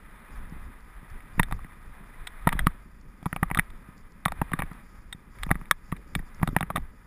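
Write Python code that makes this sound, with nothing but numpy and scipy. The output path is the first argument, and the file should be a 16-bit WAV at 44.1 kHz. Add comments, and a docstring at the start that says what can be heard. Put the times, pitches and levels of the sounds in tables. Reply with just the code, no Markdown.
"""On a dog sled over snow, inside the closed plastic case of a small camera: the runners hiss through the case
and the frame shudders, both filtered noise. At bumps the mount thumps and the camera knocks and rattles
against the case, as struck decaying modes. Faint high noise, about 4.4 to 6.6 kHz, rises in short patches,
with a few faint short bursts of high noise.
Sampling at 12 kHz and holding in steps puts mirror images of the sound in the treble."""
import sys
import numpy as np
from scipy import signal
from scipy.fft import rfft, irfft, next_fast_len
from scipy.io import wavfile

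SR = 44100
rng = np.random.default_rng(int(sys.argv[2]) if len(sys.argv) > 2 else 0)


def persist_wave(psi):
    """Save psi, clipped to +-1, as 16-bit WAV."""
    counts = np.round(np.clip(psi, -1, 1) * 32767).astype(np.int16)
    wavfile.write(sys.argv[1], SR, np.atleast_2d(counts).T)


N = 311346


def amp(db):
    """Gain of a level in dB."""
    return 10 ** (np.asarray(db) / 20)


def unit(x):
    """Scaled to rms 1."""
    return x / np.sqrt(np.mean(x ** 2) + 1e-20)


def drift(rate_hz):
    """Slow random wander of rms 1: noise through two equal poles, run at one value per 40 samples."""
    step, settle = 40, 2000
    pole = np.exp(-2 * np.pi * rate_hz * step / SR)
    white = rng.standard_normal(N // step + settle + 2)
    slow = signal.lfilter([1], [1, -2 * pole, pole * pole], white)[settle:]
    return np.interp(np.arange(N) / step, np.arange(len(slow)), unit(slow))


def grainy_noise(spread_db):
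    """White noise with a random boost per sample, capped at five times the spread."""
    return rng.standard_normal(N) * amp(spread_db * np.minimum(rng.exponential(1, N), 5))


def coloured(white, spectrum, peaks=()):
    """Noise shaped by a spectrum and lifted at resonances; rms 1."""
    size = next_fast_len(N)
    hz = np.maximum(np.arange(size // 2 + 1) * SR / size, 1)
    point_hz, point_db = np.transpose(spectrum)
    level_db = np.interp(np.log(hz), np.log(point_hz), point_db, left=-99, right=-99)
    for centre_hz, width_hz, lift_db in peaks:
        level_db = level_db + lift_db / (1 + (2 * (hz - centre_hz) / width_hz) ** 2)
    return unit(irfft(rfft(white, size) * amp(level_db), size)[:N])


def band(x, low_hz, high_hz):
    """Band-pass."""
    return signal.sosfilt(signal.butter(2, [low_hz, high_hz], "band", fs=SR, output="sos"), x)


def add(track, start_s, sound, peak_db):
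    """Lays a short sound on the track at a given peak level."""
    i = round(start_s * SR)
    sound = sound[:N - i]
    track[i:i + len(sound)] += amp(peak_db) * sound / np.abs(sound).max()


def ringing(modes, luck_db, size=3600):
    """Impulse response of a set of modes: decaying sines, each level shifted by luck."""
    t = np.arange(size) / SR
    total = np.zeros(size)
    for (hz, level_db, t60_s), shift_db in zip(modes, luck_db):
        total += amp(level_db + shift_db - 60 * t / t60_s) * np.sin(2 * np.pi * hz * t)
    return total


# sled lurches over bumps: start_s, shudder_top_db, hold_s
LURCHES = [(0.077, -50, 0.035), (0.33, -38.5, 0.35), (0.97, -42.5, 0.018), (1.13, -37.5, 0.021),
           (1.398, -27.5, 0.023), (1.538, -26.5, 0.015), (1.876, -41, 0.041), (2.03, -44.5, 0.036),
           (2.208, -38.5, 0.031), (2.462, -30.5, 0.12), (2.623, -24.5, 0.014), (3.067, -42, 0.027),
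           (3.38, -35, 0.22), (3.728, -38.5, 0.017), (4.306, -33.5, 0.0092), (4.397, -30.5, 0.0077),
           (4.517, -34.5, 0.14), (4.988, -43.5, 0.02), (5.412, -34.5, .08), (5.498, -29, 0.055),
           (5.93, -35, 0.024), (6.164, -31.5, 0.017), (6.398, -32, 0.019), (6.514, -27, 0.0056),
           (6.643, -40, 0.25), (6.81, -32.5, .02)]
CALM_DB, RISE_DB_PER_S, FALL_DB_PER_S = -47.5, 220, 185


def lurching():
    """Shudder above calm, in dB: each lurch rises, holds and falls; the strongest wins."""
    t, swing_db = np.arange(N) / SR, np.zeros(N)
    for start_s, top_db, hold_s in LURCHES:
        before_s = np.maximum(start_s - t, 0)
        after_s = np.maximum(t - start_s - hold_s, 0)
        loss_db = RISE_DB_PER_S * before_s + FALL_DB_PER_S * after_s
        swing_db = np.maximum(swing_db, top_db - CALM_DB - loss_db)
    return swing_db


# runner hiss inside the case: pitch_hz, relative_level_db_per_hz
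HISS_SPECTRUM = [(180, -38), (300, -13), (503, -14), (666, -13), (965, -8.5), (1130, -8.5), (1260, -3.5),
                 (1380, -9.5), (1940, -4.5), (2220, -13), (2430, -11), (2680, -22.5), (3680, -23.5),
                 (4400, -32.5), (5720, -85), (9680, -120)]
# case walls ringing with the hiss: pitch_hz, width_hz, lift_db
HISS_PEAKS = [(995, 160, 2.5), (1246, 37, 3), (1865, 160, -3), (3520, 61, 6.5)]
# hiss course: time_s, level_db
GLIDE_HISS = [(0.0, -54.5), (0.37, -51), (0.94, -55), (1.38, -53), (1.65, -56), (2.36, -52), (2.5, -50),
              (2.68, -52), (2.87, -60.5), (3.22, -60), (3.44, -54), (4.19, -60), (4.34, -53), (4.6, -51.5),
              (5.13, -60), (5.42, -57.5), (6.02, -59.5), (6.53, -56), (7.06, -60.5)]
HISS_FOLLOWS = 0.064   # runners bite harder in a lurch: dB per dB of swing


def runners(swing_db):
    """Snow crystals break under the runners: dense grains, wavering in level."""
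    hiss_db = np.interp(np.arange(N) / SR, *np.transpose(GLIDE_HISS)) + HISS_FOLLOWS * swing_db
    waver_db = 1.0 * drift(8.8) + 0.59 * drift(40)
    return amp(hiss_db + waver_db) * coloured(grainy_noise(2.5), HISS_SPECTRUM, HISS_PEAKS)


# frame shudder: pitch_hz, relative_level_db_per_hz
SHUDDER_SPECTRUM = [(15, 5), (30, -3), (45, -3.5), (70, -13.5), (100, -18.5), (140, -22.5)]
# mount hum: pitch_hz, relative_level_db_per_hz
HUM_SPECTRUM = [(70, -16), (110, -8.5), (170, -2.5), (220, -3.5), (300, -12), (450, -17.5), (600, -22)]
HUM_CALM_DB, HUM_FOLLOWS = -57.5, 0.36   # follows: dB per dB of swing


def frame(swing_db):
    """The frame shakes slowly; the mount hums in a higher band, in lumps."""
    shudder_gain = amp(CALM_DB + swing_db + 0.42 * drift(9.5))
    shudder = shudder_gain * coloured(rng.standard_normal(N), SHUDDER_SPECTRUM)
    hum_gain = amp(HUM_CALM_DB + HUM_FOLLOWS * swing_db + 3.04 * drift(23))
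    hum = hum_gain * coloured(rng.standard_normal(N), HUM_SPECTRUM)
    return shudder + hum


# faint high noise: pitch_hz, relative_level_db_per_hz
HIGH_NOISE_SPECTRUM = [(3800, -32), (4350, -4.5), (4700, 6), (5300, 4), (6000, -4), (6600, 0)]
# patches where it rises: start_s, length_s, level_db
NOISE_PATCHES = [(0.307, 0.095, -77), (1.33, 0.09, -73), (1.497, .08, -73), (3.227, 0.15, -75),
                 (3.966, 0.053, -75), (4.83, 0.2, -78), (5.313, .22, -73.5), (5.592, .05, -76),
                 (5.83, .09, -74), (6.068, 0.14, -74.5), (6.25, 0.045, -74), (6.326, 0.32, -81)]
HIGH_NOISE_DB, PATCH_RAMP_S = -77.5, 0.0068


def high_noise():
    """Grainy noise, about 4.4 to 6.6 kHz, faint throughout, that rises in short patches."""
    t, patches = np.arange(N) / SR, np.zeros(N)
    for start_s, length_s, level_db in NOISE_PATCHES:
        to_edge_s = np.minimum(t - start_s, start_s + length_s - t)
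        patches += amp(level_db) * np.clip(to_edge_s / PATCH_RAMP_S, 0, 1)
    gain = amp(HIGH_NOISE_DB + 1.6 * drift(26)) + patches * amp(1.1 * drift(90))
    return gain * coloured(grainy_noise(3.3), HIGH_NOISE_SPECTRUM)


# faint short bursts of high noise: start_s, peak_db
NOISE_BURSTS = [(0.3738, -57), (0.4941, -52), (0.8032, -55), (1.099, -52.5), (3.01, -55), (3.9769, -52),
                (4.1185, -53.5), (4.7297, -51), (6.2767, -57), (6.3435, -47.5)]


def noise_bursts():
    """Faint bursts of band-passed noise, a few milliseconds each."""
    out, size = np.zeros(N), 240
    for start_s, peak_db in NOISE_BURSTS:
        burst = rng.standard_normal(size) * np.hanning(size)
        add(out, start_s, band(burst, 4400, 5800), peak_db)
    return out


# mount modes: pitch_hz, level_db, t60_s
MOUNT_MODES = [(169.9, 7.5, 0.042), (248, -5.5, 0.032), (119, -39.5, 0.0083)]
# jolts to the mount: crest_s, peak_db, direction (+1 or -1)
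THUMPS = [(0.524, -29, -1), (0.5655, -34, 1), (1.031, -36, 1), (1.3818, -22, 1), (1.3985, -10, 1),
          (1.5244, -22.5, -1), (1.6494, -32, 1), (2.4722, -7.5, 1), (2.5336, -23, 1), (2.554, -22.5, 1),
          (2.5943, -28, 1), (2.6695, -7.5, 1), (3.2287, -31.5, -1), (3.2632, -15, 1), (3.33, -22, -1),
          (3.363, -26, 1), (3.4293, -11.5, 1), (3.5145, -19.5, 1), (3.5726, -21, 1), (3.5897, -14, -1),
          (3.8893, -33.5, 1), (4.262, -16.5, 1), (4.327, -36, 1), (4.4181, -13, 1), (4.521, -26.5, -1),
          (4.539, -15, -1), (4.595, -19, 1), (4.617, -32, 1), (4.6364, -25, 1), (4.716, -29, -1),
          (5.1493, -33.5, -1), (5.4679, -24.5, -1), (5.5137, -9.5, 1), (5.556, -25, -1), (5.6174, -31, 1),
          (5.7164, -31.5, 1), (5.926, -16.5, -1), (6.1613, -16.5, -1), (6.2, -28, -1), (6.4165, -25, -1),
          (6.4317, -9, 1), (6.4787, -18.5, -1), (6.49, -17.5, 1), (6.531, -24.5, -1), (6.5662, -11, 1),
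          (6.613, -20.5, 1), (6.6323, -20, 1), (6.706, -25.5, 1), (6.756, -22.5, 1), (6.781, -20, 1)]
PUSH_S, MOUNT_LUCK_DB = 0.0016, 4.6


def thumps():
    """A soft short push sets the mount swinging in its modes."""
    out = np.zeros(N)
    push = np.hanning(round(PUSH_S * SR))
    for crest_s, peak_db, direction in THUMPS:
        luck_db = rng.normal(0, MOUNT_LUCK_DB, len(MOUNT_MODES))
        swing = np.convolve(push, ringing(MOUNT_MODES, luck_db))
        start_s = crest_s - np.argmax(swing) / SR
        add(out, start_s, np.sign(direction) * swing, peak_db)
    return out


# case wall modes: pitch_hz, level_db, t60_s
CASE_MODES = [(678, -9, 0.0028), (806, -5.5, 0.021), (969, 5, 0.011), (1152, -2.5, 0.025),
              (1231, -4, 0.021), (1692, -19.5, 0.045), (1907, 10.5, 0.009), (2150, -13, 0.014),
              (2257, -20, 0.04), (3370, 1, 0.011), (3630, 14.5, 0.019), (3840, 1, 0.011), (3330, -1, 0.033),
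              (3785, -5, 0.0072)]
# camera against case: start_s, low_peak_db, middle_over_low_db, high_over_middle_db, contact_ms, favoured_low_hz
KNOCKS = [(1.2043, -49, 10.5, -20, 1.2, 1280), (1.394, -10, 1.5, -15, 3.9, 940),
          (1.431, -30, 13.5, -8.5, 0.27, 1440), (1.4845, -37, -11, -13, 1.2, 810),
          (1.51, -26.5, -7.5, -10, 3, 1250), (1.5237, -20, -1, -16.5, 0.58, 754),
          (1.5903, -35, -12, -23, 0.28, 1230), (1.6446, -42, 6, -31, 0.96, 730),
          (2.2693, -35, 7, 1, 4.5, 970), (2.471, -7.5, -6.5, -14, 4, 970),
          (2.49, -22.5, 7.5, -12.5, 0.58, 754), (2.5216, -25, -5, -23, 0.8, 1080),
          (2.5252, -19.5, -2.5, -9, 4.6, 1250), (2.566, -34, -15, -11, 1.2, 820),
          (2.5914, -20.5, 8, -12, 0.5, 766), (2.6023, -33.5, -9, -5, 1.6, 810),
          (2.6639, -40.5, 4.5, -3, 1.7, 1250), (2.6682, -6.5, -3.5, -33, 1.36, 1210),
          (3.2269, -39, -7, -7, 2.5, 1210), (3.2569, -20.5, -8.5, -9.5, 0.87, 1110),
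          (3.2622, -20, -12.5, -23, 2.3, 850), (3.3277, -21.5, 4, -45, 1.4, 1220),
          (3.3621, -19, -3, -35, 0.57, 1220), (3.4292, -11.5, -2, -24, 2.3, 990),
          (3.501, -25.5, -5, -19, 1.1, 1206), (3.5122, -19, 1, -32, 1.7, 825),
          (3.5472, -32.5, 17.5, -14, 0.56, 1210), (3.5537, -26, -10, -9, 2.5, 1190),
          (3.5724, -15.5, -8, -2, 1.9, 1260), (3.5878, -19.5, 8.5, -29, 0.77, 1440),
          (3.594, -18.5, 14, -20.5, 0.54, 1440), (3.7009, -43.5, 0.1, -8, 2.8, 1170),
          (4.2528, -34.5, 14, -2, 1.4, 1250), (4.2576, -8, -3.5, -26, 0.9, 1200),
          (4.2808, -22, -3.5, -9, 2, 1220), (4.3198, -21, -4.5, -7.5, 1.1, 1240),
          (4.4147, -14, -9, -18, 2.8, 960), (4.5168, -25.5, -8, -9, 1.3, 1170),
          (4.5324, -19.5, 3.5, -21.5, 3.6, 684), (4.588, -21.5, -2.5, -11.5, 6.7, 960),
          (4.6021, -25, 1, -35, 1.2, 1260), (4.62, -18, 0.5, -28, 1.8, 1170),
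          (4.6337, -38, 5, -18, 1.6, 780), (4.7115, -36, -4, -22.5, 3.8, 1230),
          (5.1255, -36.5, 8, -0.5, 3.1, 1000), (5.386, -46.5, 6, -12, 1.9, 1250),
          (5.426, -38, 2.5, -12, 3.2, 1590), (5.4321, -26.5, 6.5, -5, 1.64, 1300),
          (5.4627, -37.5, 1.5, -22, 2.7, 734), (5.4906, -30, -5, -25, 1.9, 1230),
          (5.5053, -16.5, -10, -15.5, 2, 1060), (5.5127, -10.5, 4, -26.5, 0.9, 850),
          (5.5435, -49, 9, -11, 2.8, 1250), (5.554, -30.5, 3, -34, .7, 1250),
          (5.6122, -33.5, -5, -27, 2.1, 1180), (5.6553, -46.5, 6.5, -15, .63, 1360),
          (5.7107, -5.5, 5.5, -9, 1.03, 940), (5.917, -40, 10, -15.5, 3.6, 950),
          (5.9233, -23, -5, -22, 2.8, 1180), (5.9627, -45, 7.5, -15, 5.5, 1290),
          (6.1507, -21, 5.5, -6.5, 2.36, 736), (6.1901, -38, 6, -21.5, 6, 1370),
          (6.397, -39, 0.5, -23, 1.1, 1140), (6.415, -32, -23, -17.5, 1.7, 960),
          (6.4266, -33, 2, -9, 0.91, 660), (6.4301, -12.5, -4.5, -35, 0.47, 960),
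          (6.4387, -37, -6, -15, 2.7, 800), (6.4736, -18, -3, -7.5, 2.8, 1250),
          (6.487, -28, -12, -4, 2.7, 760), (6.5488, -36, -13, -7, 1.3, 830),
          (6.564, -10.5, 2, -23.5, 0.78, 930), (6.5841, -46, 13, -11.5, 2.9, 1040),
          (6.6075, -15.5, -6, -6.5, 0.6, 1230), (6.6277, -20.5, 4, -33, 1.23, 1240),
          (6.7014, -18.5, -9.5, -14, 2.7, 1060), (6.755, -28, -7, -11, 0.99, 960),
          (6.7581, -14, -6.5, -4.5, 2.8, 1200), (6.769, -23, 3, -24, 1.3, 1240),
          (6.7778, -27.5, -6, -7, 1.6, 758)]
CASE_LUCK_DB, FAVOUR_DB, FAVOUR_WIDTH_HZ = 4.5, 8, 110
SETTLING_DB, SETTLING_T60_S = -38.0, 0.021
# click above the modes: offset, share of high modes' level, loss per ms of contact
CLICK_OFFSET_DB, CLICK_FOLLOWS, CLICK_LOSS_DB_PER_MS = -15.5, 0.99, 1


def knocks(rows):
    """Each knock is a quick chatter of contacts and a scatter of loose ones; it strikes all wall modes afresh."""
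    out, size, modes = np.zeros(N), 1400, np.array(CASE_MODES)
    t, mode_hz = np.arange(size) / SR, modes[:, 0]
    low, high = mode_hz < 1450, mode_hz > 2750
    middle = ~low & ~high
    for start_s, low_db, middle_over_low_db, high_over_middle_db, contact_ms, favoured_hz in rows:
        middle_db = low_db + middle_over_low_db
        high_db = middle_db + high_over_middle_db
        noise = rng.standard_normal(size)
        phase = t / (max(contact_ms, 0.3) * 1e-3)
        chatter = phase * np.exp(-2.4 * phase)
        settling = amp(SETTLING_DB - 60 * t / SETTLING_T60_S) * np.abs(noise)
        force = noise * np.abs(noise) * (chatter + settling)
        # the spot struck favours wall modes near one pitch
        luck_db = rng.normal(0, CASE_LUCK_DB, len(modes))
        luck_db += FAVOUR_DB * np.exp(-((mode_hz - favoured_hz) / FAVOUR_WIDTH_HZ) ** 2)
        for group, low_hz, high_hz, peak_db in [(low, 620, 1700, low_db),
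                                                (middle, 1200, 2900, middle_db),
                                                (high, 2600, 4200, high_db)]:
            rung = np.convolve(force, ringing(modes[group], luck_db[group], size=1600))
            add(out, start_s, band(rung, low_hz, high_hz), peak_db)
        click_db = CLICK_OFFSET_DB + CLICK_FOLLOWS * high_db - CLICK_LOSS_DB_PER_MS * contact_ms
        add(out, start_s, band(force, 5020, 5720), click_db)
    return out


CALM_RATTLES_PER_S, RATTLE_MIN_DB, RATTLE_SPREAD_DB = 0.25, -50.5, 9
RATTLE_FOLLOWS = 1.3   # dB of rate per dB of swing


def rattles(swing_db):
    """Faint loose knocks at random, likelier in each lurch."""
    slot = 441   # samples: one chance every 10 ms
    dice = rng.random((N // slot, 6))
    start_s = (np.arange(len(dice)) + dice[:, 0]) * slot / SR
    rate_per_s = CALM_RATTLES_PER_S * amp(RATTLE_FOLLOWS * swing_db[::slot][:len(dice)])
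    hit = dice[:, 1] < rate_per_s * slot / SR
    low_db = RATTLE_MIN_DB + RATTLE_SPREAD_DB * dice[:, 2]
    middle_over_low_db = 12 * dice[:, 3] - 8
    high_over_middle_db = np.full(len(dice), -14.0)
    contact_ms = 0.8 + 1.5 * dice[:, 4]
    favoured_hz = 750 + 520 * dice[:, 5]
    rows = [start_s, low_db, middle_over_low_db, high_over_middle_db, contact_ms, favoured_hz]
    return knocks(np.transpose(rows)[hit])


def scene():
    """One microphone inside the case feeds both channels."""
    swing_db = lurching()
    steady = runners(swing_db) + frame(swing_db) + high_noise()
    blows = thumps() + knocks(KNOCKS) + rattles(swing_db)
    case = steady + noise_bursts() + blows
    return np.array([case, case])


SAMPLE_HZ, STEP_HZ = 12000, 48000
TREBLE_EDGE_HZ, CUTOFF_HZ = 15150, 16489
CLIP_LEVEL = 0.78


def record(dry):
    """Sampling mirrors the sound about the sample rate; holding each value four steps weakens the mirror."""
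    kept = signal.sosfilt(signal.cheby2(12, 50, 6700, fs=SR, output="sos"), dry)
    sampled = kept * (1 + 2 * np.cos(2 * np.pi * SAMPLE_HZ * np.arange(N) / SR))
    size = next_fast_len(N)
    hz = np.arange(size // 2 + 1) * SR / size
    hold = np.sinc(hz / SAMPLE_HZ) / np.sinc(hz / STEP_HZ)
    held = irfft(rfft(sampled, size) * hold, size)[:, :N]
    overloaded = np.clip(held, -CLIP_LEVEL, CLIP_LEVEL)
    dulled = signal.sosfilt(signal.ellip(6, 1, 24, TREBLE_EDGE_HZ, fs=SR, output="sos"), overloaded)
    return signal.sosfilt(signal.cheby2(16, 90, CUTOFF_HZ, fs=SR, output="sos"), dulled)


dry = scene()
out = record(dry)
persist_wave(out)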